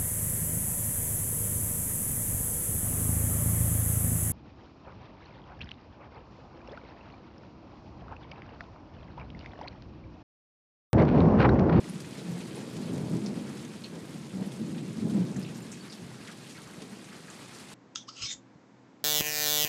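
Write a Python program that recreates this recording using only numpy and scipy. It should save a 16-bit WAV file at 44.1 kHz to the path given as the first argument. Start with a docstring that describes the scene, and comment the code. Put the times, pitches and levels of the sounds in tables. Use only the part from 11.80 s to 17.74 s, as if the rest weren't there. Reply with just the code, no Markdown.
"""Night rain with distant thunder

Steady rain falls outdoors. Far drops merge into a hiss, nearer ones patter, and a few fat drips
tick, smack, plop and plink close by. Distant thunder rolls twice and dies away: it is a scatter of
pressure pulses, dulled by distance, and a small microphone thins its deep bass."""
import sys
import numpy as np
from scipy import signal
from scipy.fft import rfft, irfft
from scipy.io import wavfile
from scipy.ndimage import uniform_filter1d

SR = 44100
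rng = np.random.default_rng(int(sys.argv[2]) if len(sys.argv) > 2 else 0)


def transcribe(u):
    """Save the signal u as a 16-bit wav file named by the first command-line argument.

    u: samples, shape (n,) or (channels, n), limited to [-1, 1]; the rate is SR.
    q: integer samples, one column per channel.
    """
    v = np.clip(np.atleast_2d(u).T, -1, 1)
    q = np.round(v * 32767).astype(np.int16)
    wavfile.write(sys.argv[1], SR, q)


N = 261954


def far_rain(patchy_db=0.88, flicker_db=1.16, size=512):
    """Countless far drops merge into a hiss that varies in patches and flickers as clusters land."""
    # tone of the hiss: f/Hz, level/dB
    tone = [(20, -20), (70, -42), (200, 8.5), (450, 0.5), (700, 0), (1200, 0), (1800, -2.5), (3000, -4),
            (4700, -4), (5800, -8), (8000, -9), (10000, -10.5), (12500, -22), (14500, -30), (15600, -49)]
    hz = np.fft.rfftfreq(size, 1 / SR)
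    real, imag, patches = rng.standard_normal((3, len(hz), 4 * N // size + 5))  # frequency by time
    patches = unit(uniform_filter1d(uniform_filter1d(patches, size=12, axis=0), size=12, axis=1))
    flicker = unit(uniform_filter1d(rng.standard_normal(real.shape[1]), size=14))
    level_db = level_at(tone, hz)[:, None] + patchy_db * patches + flicker_db * flicker
    _, hiss = signal.istft((real + 1j * imag) * amp(level_db), nperseg=size, noverlap=size - size // 4)
    return unit(hiss[:N])


def patter(per_s=330, spread_db=3.0, decay_s=0.00091, octaves=0.3, spots=32):
    """Nearer drops tick on leaves and wet ground, each spot with its own pitch."""
    # tone of the patter: f/Hz, level/dB
    tone = [(400, 7), (1200, 2.5), (2500, 4), (4700, 0), (8000, 4.5), (10500, -2), (13000, -1),
            (16000, -13)]
    out = np.zeros(N)
    for hz in np.geomspace(1200, 12000, spots):
        tick = splash(hz, octaves, decay_s * rng.lognormal(0, 0.69))
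        out += signal.oaconvolve(pulses(per_s / spots, spread_db), unit(tick))[:N]
    return unit(colour(out, tone))


def drips(short_splash_s=0.006):
    """Fat drips land close by: a click, a sharp smack, a short spray and a wide mist of droplets."""
    # the loudest drips: t/s, level/dB, centre f/Hz, spread/octaves, spray decay/s
    landings = [(0.043, -46, 1930, 0.27, 0.0026), (.096, -48.5, 10000, 0.14, 0.0056),
                (.204, -47.5, 6050, 0.85, 0.0054), (0.374, -51, 3100, 0.79, 0.019),
                (0.605, -50, 3020, .55, 0.012), (.755, -54, 9620, .15, .012),
                (0.966, -51.5, 5860, .55, 0.011), (1.033, -59, 4200, .13, 0.015),
                (1.178, -49, 2600, 1.2, 0.0055), (1.462, -46, 4800, 0.28, 0.011),
                (1.848, -58, 7030, 0.45, 0.0044), (2.039, -51, 2900, 0.28, 0.022),
                (2.043, -52, 4120, 0.067, 0.022), (2.66, -55, 11000, 0.27, .015),
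                (2.718, -55, 6200, 0.64, 0.033), (2.98, -52, 2900, 0.43, 0.019),
                (3.17, -58, 5000, .6, 0.011), (3.298, -53, 4100, 1.1, 0.024),
                (3.466, -59, 5400, .2, 0.0081), (3.564, -49, 6840, 0.12, 0.0054),
                (3.628, -47, 4850, .11, .007), (3.645, -53.5, 2770, 0.26, 0.036),
                (3.746, -55, 5960, 0.23, 0.018), (3.917, -48.5, 6900, 0.2, 0.019),
                (4.099, -52.5, 4760, 0.12, 0.022), (4.122, -50.5, 4440, 0.32, 0.02),
                (4.474, -48, 2900, 0.65, 0.0099), (4.513, -52.5, 3600, .5, .011),
                (4.695, -53, 4500, 0.67, 0.039), (4.749, -56, 2030, .15, 0.028),
                (5.02, -50, 4240, 0.64, 0.0063), (5.243, -56, 7260, 0.22, .009),
                (5.501, -47, 7110, .13, 0.0038), (5.747, -52, 5010, .5, .014)]
    # treble lost in the air and the microphone: f/Hz, level/dB
    tone = [(100, 2.5), (8000, 4.5), (11000, 3), (13000, -6), (15500, -26)]
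    out = np.zeros(N)
    for s, db, hz, octaves, decay_s in landings:
        hardness = min(1, short_splash_s / decay_s)  # hard spots splash briefly and click the most
        click = hardness * amp(2.5) * splash(hz=7000, octaves=0.5, decay_s=0.00017)
        smack = splash(hz, 0.15 * octaves, decay_s=0.0007)
        spray = amp(-1) * splash(hz, octaves, decay_s)
        mist = amp(-13) * splash(hz=3100, octaves=1.0, decay_s=0.012)
        add(out, s, amp(db) * (click + smack + spray + mist))
    return colour(out, tone)


def splash(hz, octaves, decay_s, size=4096):
    """One drop bursts into a dying spray of droplets, in the pitch range of the surface it hits."""
    t = np.arange(size) / SR
    spray = rng.standard_normal(size) * np.exp(-t / max(decay_s, 1e-4))
    octaves_away = np.log2((np.fft.rfftfreq(2 * size, 1 / SR) + 1) / hz)
    band = np.exp(-(octaves_away / (2 * octaves)) ** 2)
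    return irfft(rfft(spray, 2 * size) * unit(band))[:size]


def puddles(faint_db=-66, per_s=130, spread_db=1.5, bubble_sizes=40):
    """Drops trap air in puddles: clear plinks among many faint bubbles of every size; a few very short, bright
    rings are drops ticking on hard spots."""
    # the clear plinks, and a few hard-spot ticks with a very short ring: t/s, level/dB, f/Hz, ring time/s
    plinks = [(.2034, -39, 4670, .003), (.3089, -40, 4960, 0.0013), (0.388, -44, 3800, 0.0045),
              (1.0297, -44, 4130, .0025), (1.462, -27, 5130, 0.001), (1.8505, -23, 6300, 0.0004),
              (2.0378, -42, 4100, 0.005), (2.0438, -29, 4310, 0.0018), (2.0483, -39, 4070, 0.0041),
              (2.7194, -33, 3420, .001), (2.8157, -39, 3870, .0012), (3.01, -42, 7650, 0.002),
              (3.063, -45, 5800, .002), (3.345, -42, 7700, 0.0022), (3.4657, -44, 4620, .002),
              (3.627, -48, 4990, 0.0049), (3.821, -44, 7150, 0.004), (4.008, -44, 4450, 0.007),
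              (4.128, -44, 5300, .0018), (4.451, -39, 4040, .0015), (4.775, -42, 4390, .003),
              (5.197, -44, 4670, .0012), (5.501, -46, 7300, 0.0037)]
    faint = np.zeros(N)
    for hz in np.geomspace(1300, 9000, bubble_sizes):
        arrivals = pulses(per_s / bubble_sizes, spread_db)
        ring_s = 0.0052 * np.sqrt(4000 / hz)  # big, low bubbles ring longer
        faint += signal.oaconvolve(arrivals, bubble(hz * rng.uniform(0.93, 1.03), ring_s))[:N]
    out = amp(faint_db) * unit(faint)
    for s, db, hz, ring_s in plinks:
        add(out, s, amp(db) * bubble(hz, ring_s))
    return out


def bubble(hz, ring_s, rise=0.026, onset_s=0.00067, size=4096):
    """A trapped bubble rings, its pitch climbing a little as it nears the surface."""
    t = np.arange(size) / SR
    fade = np.exp(-t / max(ring_s, 1e-4))
    onset = 1 - np.exp(-t / onset_s)
    pitch = hz * (1 + rise * (1 - fade))
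    return fade * onset * np.sin(2 * np.pi * np.cumsum(pitch) / SR)


def plops(sink_octaves=0.897, sink_s=0.00698, width_hz=700, size=8192):
    """Churning water rings in the widening crater of a heavy drip: a hollow, sinking note."""
    # heavy drips into standing water: t/s, level/dB, final f/Hz, swell time/s
    landings = [(1.66, -52, 1360, 0.016), (3.555, -52, 1397, 0.0092), (4.475, -47.5, 1532, 0.012),
                (4.776, -51, 1116, 0.01), (4.86, -54.5, 1300, 0.017), (5.315, -53, 1592, 0.012),
                (5.476, -53, 1402, 0.013)]
    out, t = np.zeros(N), np.arange(size) / SR
    pole = np.exp(-np.pi * width_hz / SR)
    for s, db, hz, swell_s in landings:
        noise = rng.standard_normal(size) + 1j * rng.standard_normal(size)
        churn = signal.lfilter([1], np.poly([pole, pole]), noise)  # keeps the slow wobble
        pitch = hz * 2 ** (sink_octaves * np.exp(-t / sink_s))
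        glide = np.exp(2j * np.pi * np.cumsum(pitch) / SR)
        note = steady((churn * glide).real, span_s=0.0069)
        swell = t / swell_s * np.exp(1 - t / swell_s)
        add(out, s, amp(db) * swell * note)
    return out


def ticks(fade_cycles=0.42, size=256):
    """A drop bursts on a hard spot: one crisp pressure spike with hardly any ring."""
    # drops on hard spots: t/s, level/dB, f/Hz
    landings = [(.0434, -38, 2200), (0.2035, -32, 6200), (.2062, -34, 7000), (.3101, -32, 6200),
                (0.374, -41, 4200), (.9683, -32.5, 3000), (.9705, -37, 5600), (1.3701, -31, 6000),
                (1.85, -39, 7200), (1.9375, -34, 5870), (3.9212, -42, 6800), (3.9452, -34, 4500),
                (4.129, -30, 5200), (4.7114, -38, 3600), (5.0201, -32, 3500), (5.0235, -39, 3500),
                (5.2443, -39, 5500)]
    out, t = np.zeros(N), np.arange(-size, size) / SR
    for s, db, hz in landings:
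        add(out, s + t[0], amp(db) * blip(t, hz, fade_cycles / hz))
    return out


def yard(drops, echo_db=-6, tail_s=0.12, echoes_per_s=2000, size=12000):
    """Nearby walls and ground scatter each drop into a short tail of echoes."""
    t = np.arange(size) / SR
    echoes = rng.standard_normal(size) * (rng.random(size) < echoes_per_s / SR)
    echoes *= amp(-60 * t / tail_s) * (t > 0.003)  # none comes back in the first 3 ms
    return drops + amp(echo_db) * signal.oaconvolve(drops, echoes / np.linalg.norm(echoes))[:N]


def thunder(body_db=0.5, edge_db=-3.0, thump_db=-2, bass_below_hz=137):
    """Pulses from all along the lightning arrive in swells; nearer stretches keep a brighter edge."""
    # the body, the dull part of the thunder: f/Hz, level/dB
    body_tone = [(20, -46), (45, -47), (66, -31.5), (82, -16), (102, -12), (126, -4), (150, -3.5), (175, 0),
                 (215, -1), (250, -3.5), (285, -9), (315, -8), (350, -13.5), (420, -20.5), (900, -51),
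                 (2500, -104)]
    # the edge, the part less dulled by distance: f/Hz, level/dB
    edge_tone = [(150, -36.5), (250, -7), (330, 0), (385, -1.5), (480, -5), (570, -9), (700, -13.5),
                 (900, -16.5), (1400, -30), (2500, -43.5), (6000, -85)]
    # thumps that stand out of the roll: t/s, level/dB, f/Hz, half length/s
    thumps = [(.108, -29, 172, 0.0078), (.16, -28.5, 171, 0.011), (0.525, -28, 174.2, 0.056),
              (1.334, -25.5, 164, 0.015), (2.555, -34, 191, 0.021), (2.617, -23, 202, 0.015),
              (2.672, -29.5, 194, .012), (2.821, -26.5, 222, 0.02), (2.945, -30.5, 172, 0.018),
              (3.195, -26.5, 167, 0.016), (3.257, -22, 212, 0.01), (3.358, -21.5, 205, 0.018),
              (3.38, -23, 304, 0.0099), (3.413, -18.5, 180.5, 0.023), (3.592, -28.5, 197, 0.019),
              (4.245, -37, 180, 0.015), (5.133, -36.5, 213, 0.01)]
    body_level, edge_level, bass_level = thunder_roll()
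    body = steady(colour(pulses(per_s=1500, spread_db=0.5), body_tone), span_s=0.12)
    edge = steady(colour(pulses(per_s=1500, spread_db=1.5), edge_tone), span_s=0.18)
    bass = signal.sosfiltfilt(signal.butter(4, bass_below_hz, fs=SR, output="sos"), body)
    out = amp(body_db) * (body_level * (body - bass) + bass_level * bass)
    out += amp(edge_db) * edge_level * edge
    for s, db, hz, half_s in thumps:
        t = np.arange(-3 * half_s, 3 * half_s, 1 / SR)
        add(out, s + t[0], amp(db + thump_db) * blip(t, hz, half_s))
    return out


def thunder_roll(rise_s=0.034, fall_db_per_s=186, echo_db=-4.5, echo_db_per_s=27):
    """Strength of body, edge and bass: each peal swells, drops and echoes off land and cloud."""
    # one peal for each stretch of the lightning:
    # t/s, body level/dB, hold time/s, edge against body/dB, bass against body/dB
    peals = [(0.03, -46.5, 0.14, -27, 4), (0.353, -47, 0.49, 1.5, -4), (0.472, -43, 0.063, -23, 10.5),
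             (0.745, -47.5, 0.053, 7, 5), (0.926, -37.5, 0.22, -6, -1.5), (1.073, -36, 0.22, -3.5, 4),
             (1.296, -29.5, 0.064, -8.5, -4), (1.414, -37.5, 0.18, -5.5, -7), (2.105, -45.5, 0.069, 2.5, 5),
             (2.31, -41, 0.086, -30, -6), (2.52, -38.5, 0.099, -7.5, 4), (2.57, -41, 0.045, 1, -5),
             (2.775, -37, 0.35, -12, -6), (3.158, -31.5, 0.19, -14.5, 1), (3.233, -43, 0.042, 2, -5),
             (3.333, -31.5, 0.069, -6.5, -1), (3.533, -40.5, 0.051, -8, 5), (4.19, -46, 0.045, -3.5, 6.5),
             (4.943, -47.5, 0.095, -1, -10)]
    t = np.arange(N) / SR
    far_rumble = amp(-44 - 1.5 * t)  # slowly dies away under the peals
    power = np.outer(amp([0, -3, 0]), far_rumble) ** 2  # rows: body, edge, bass
    for s, db, hold_s, edge_db, bass_db in peals:
        rise = np.clip((t - s) / rise_s, 0, 1)
        after_s = np.maximum(t - s - hold_s, 0)
        echo = amp(echo_db - echo_db_per_s * after_s)
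        fall = np.maximum(amp(-fall_db_per_s * after_s), echo)
        power += np.outer(amp([db, db + edge_db, db + bass_db]), rise * fall) ** 2
    return np.sqrt(power)


def pulses(per_s, spread_db):
    """Pulses at random times, pushing or pulling; most are small, a few large."""
    strength = amp(spread_db * np.minimum(rng.exponential(1, N), 4))
    return strength * rng.choice([-1, 1], N) * (rng.random(N) < per_s / SR)


def blip(t, hz, half_s):
    """A short wave that swells and fades around t = 0."""
    return np.exp(-(t / half_s) ** 2) * np.cos(2 * np.pi * (hz * t + rng.random()))


def colour(x, tone, size=8192):
    """Filters a sound to the given tone, so that each pulse rings only after it starts."""
    hz = abs(np.fft.fftfreq(size, 1 / SR))
    log_gain = np.log(amp(np.maximum(level_at(tone, hz), -100)))
    response = np.fft.ifft(np.exp(np.conj(signal.hilbert(log_gain)))).real
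    return signal.oaconvolve(x, response[:size // 2])[:len(x)]


def steady(x, span_s):
    """Evens out the strength over spans longer than span_s, keeping the fast flutter."""
    window = signal.windows.hann(int(span_s * SR) + 3)
    weight = signal.oaconvolve(np.ones(len(x)), window, "same")
    power = signal.oaconvolve(x ** 2, window, "same") / weight
    return x / np.sqrt(np.maximum(power, 0) + 1e-12)


def level_at(tone, hz):
    """Reads a tone table's level in dB, joining its points on a log-frequency scale."""
    f, db = np.transpose(tone)
    return np.interp(np.log(hz + 1), np.log(f + 1), db)


def amp(db):
    """Turns decibels into a gain."""
    return 10 ** (np.asarray(db) / 20)


def unit(x):
    """Scales to an average power of 1."""
    return x / np.sqrt(np.mean(x ** 2) + 1e-20)


def add(mix, s, sound):
    """Mixes a sound in at s seconds."""
    part = mix[max(0, round(s * SR)):][:len(sound)]
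    part += sound[:len(part)]


def scene(patter_db=-8):
    """Hiss and patter follow the strength of the shower, with drips close by and thunder beneath."""
    # how hard it rains: t/s, level/dB
    strength = [(0, -51.5), (.7, -50.5), (2, -52.5), (3.1, -52.5), (3.6, -52), (5.3, -53), (5.94, -49.5)]
    times, db = np.transpose(strength)
    shower = amp(np.interp(np.arange(N) / SR, times, db))
    near_drops = shower * amp(patter_db) * patter() + drips() + puddles() + plops() + ticks()
    return (shower * far_rain() + yard(near_drops) + thunder())[None]


def record(dry, cutoff_hz=15650):
    """Cuts off the very highest treble."""
    lowpass = signal.firwin(511, cutoff_hz, window=("kaiser", 9), fs=SR)
    return signal.oaconvolve(dry, lowpass[None], "same")


dry = scene()
out = record(dry)
transcribe(out)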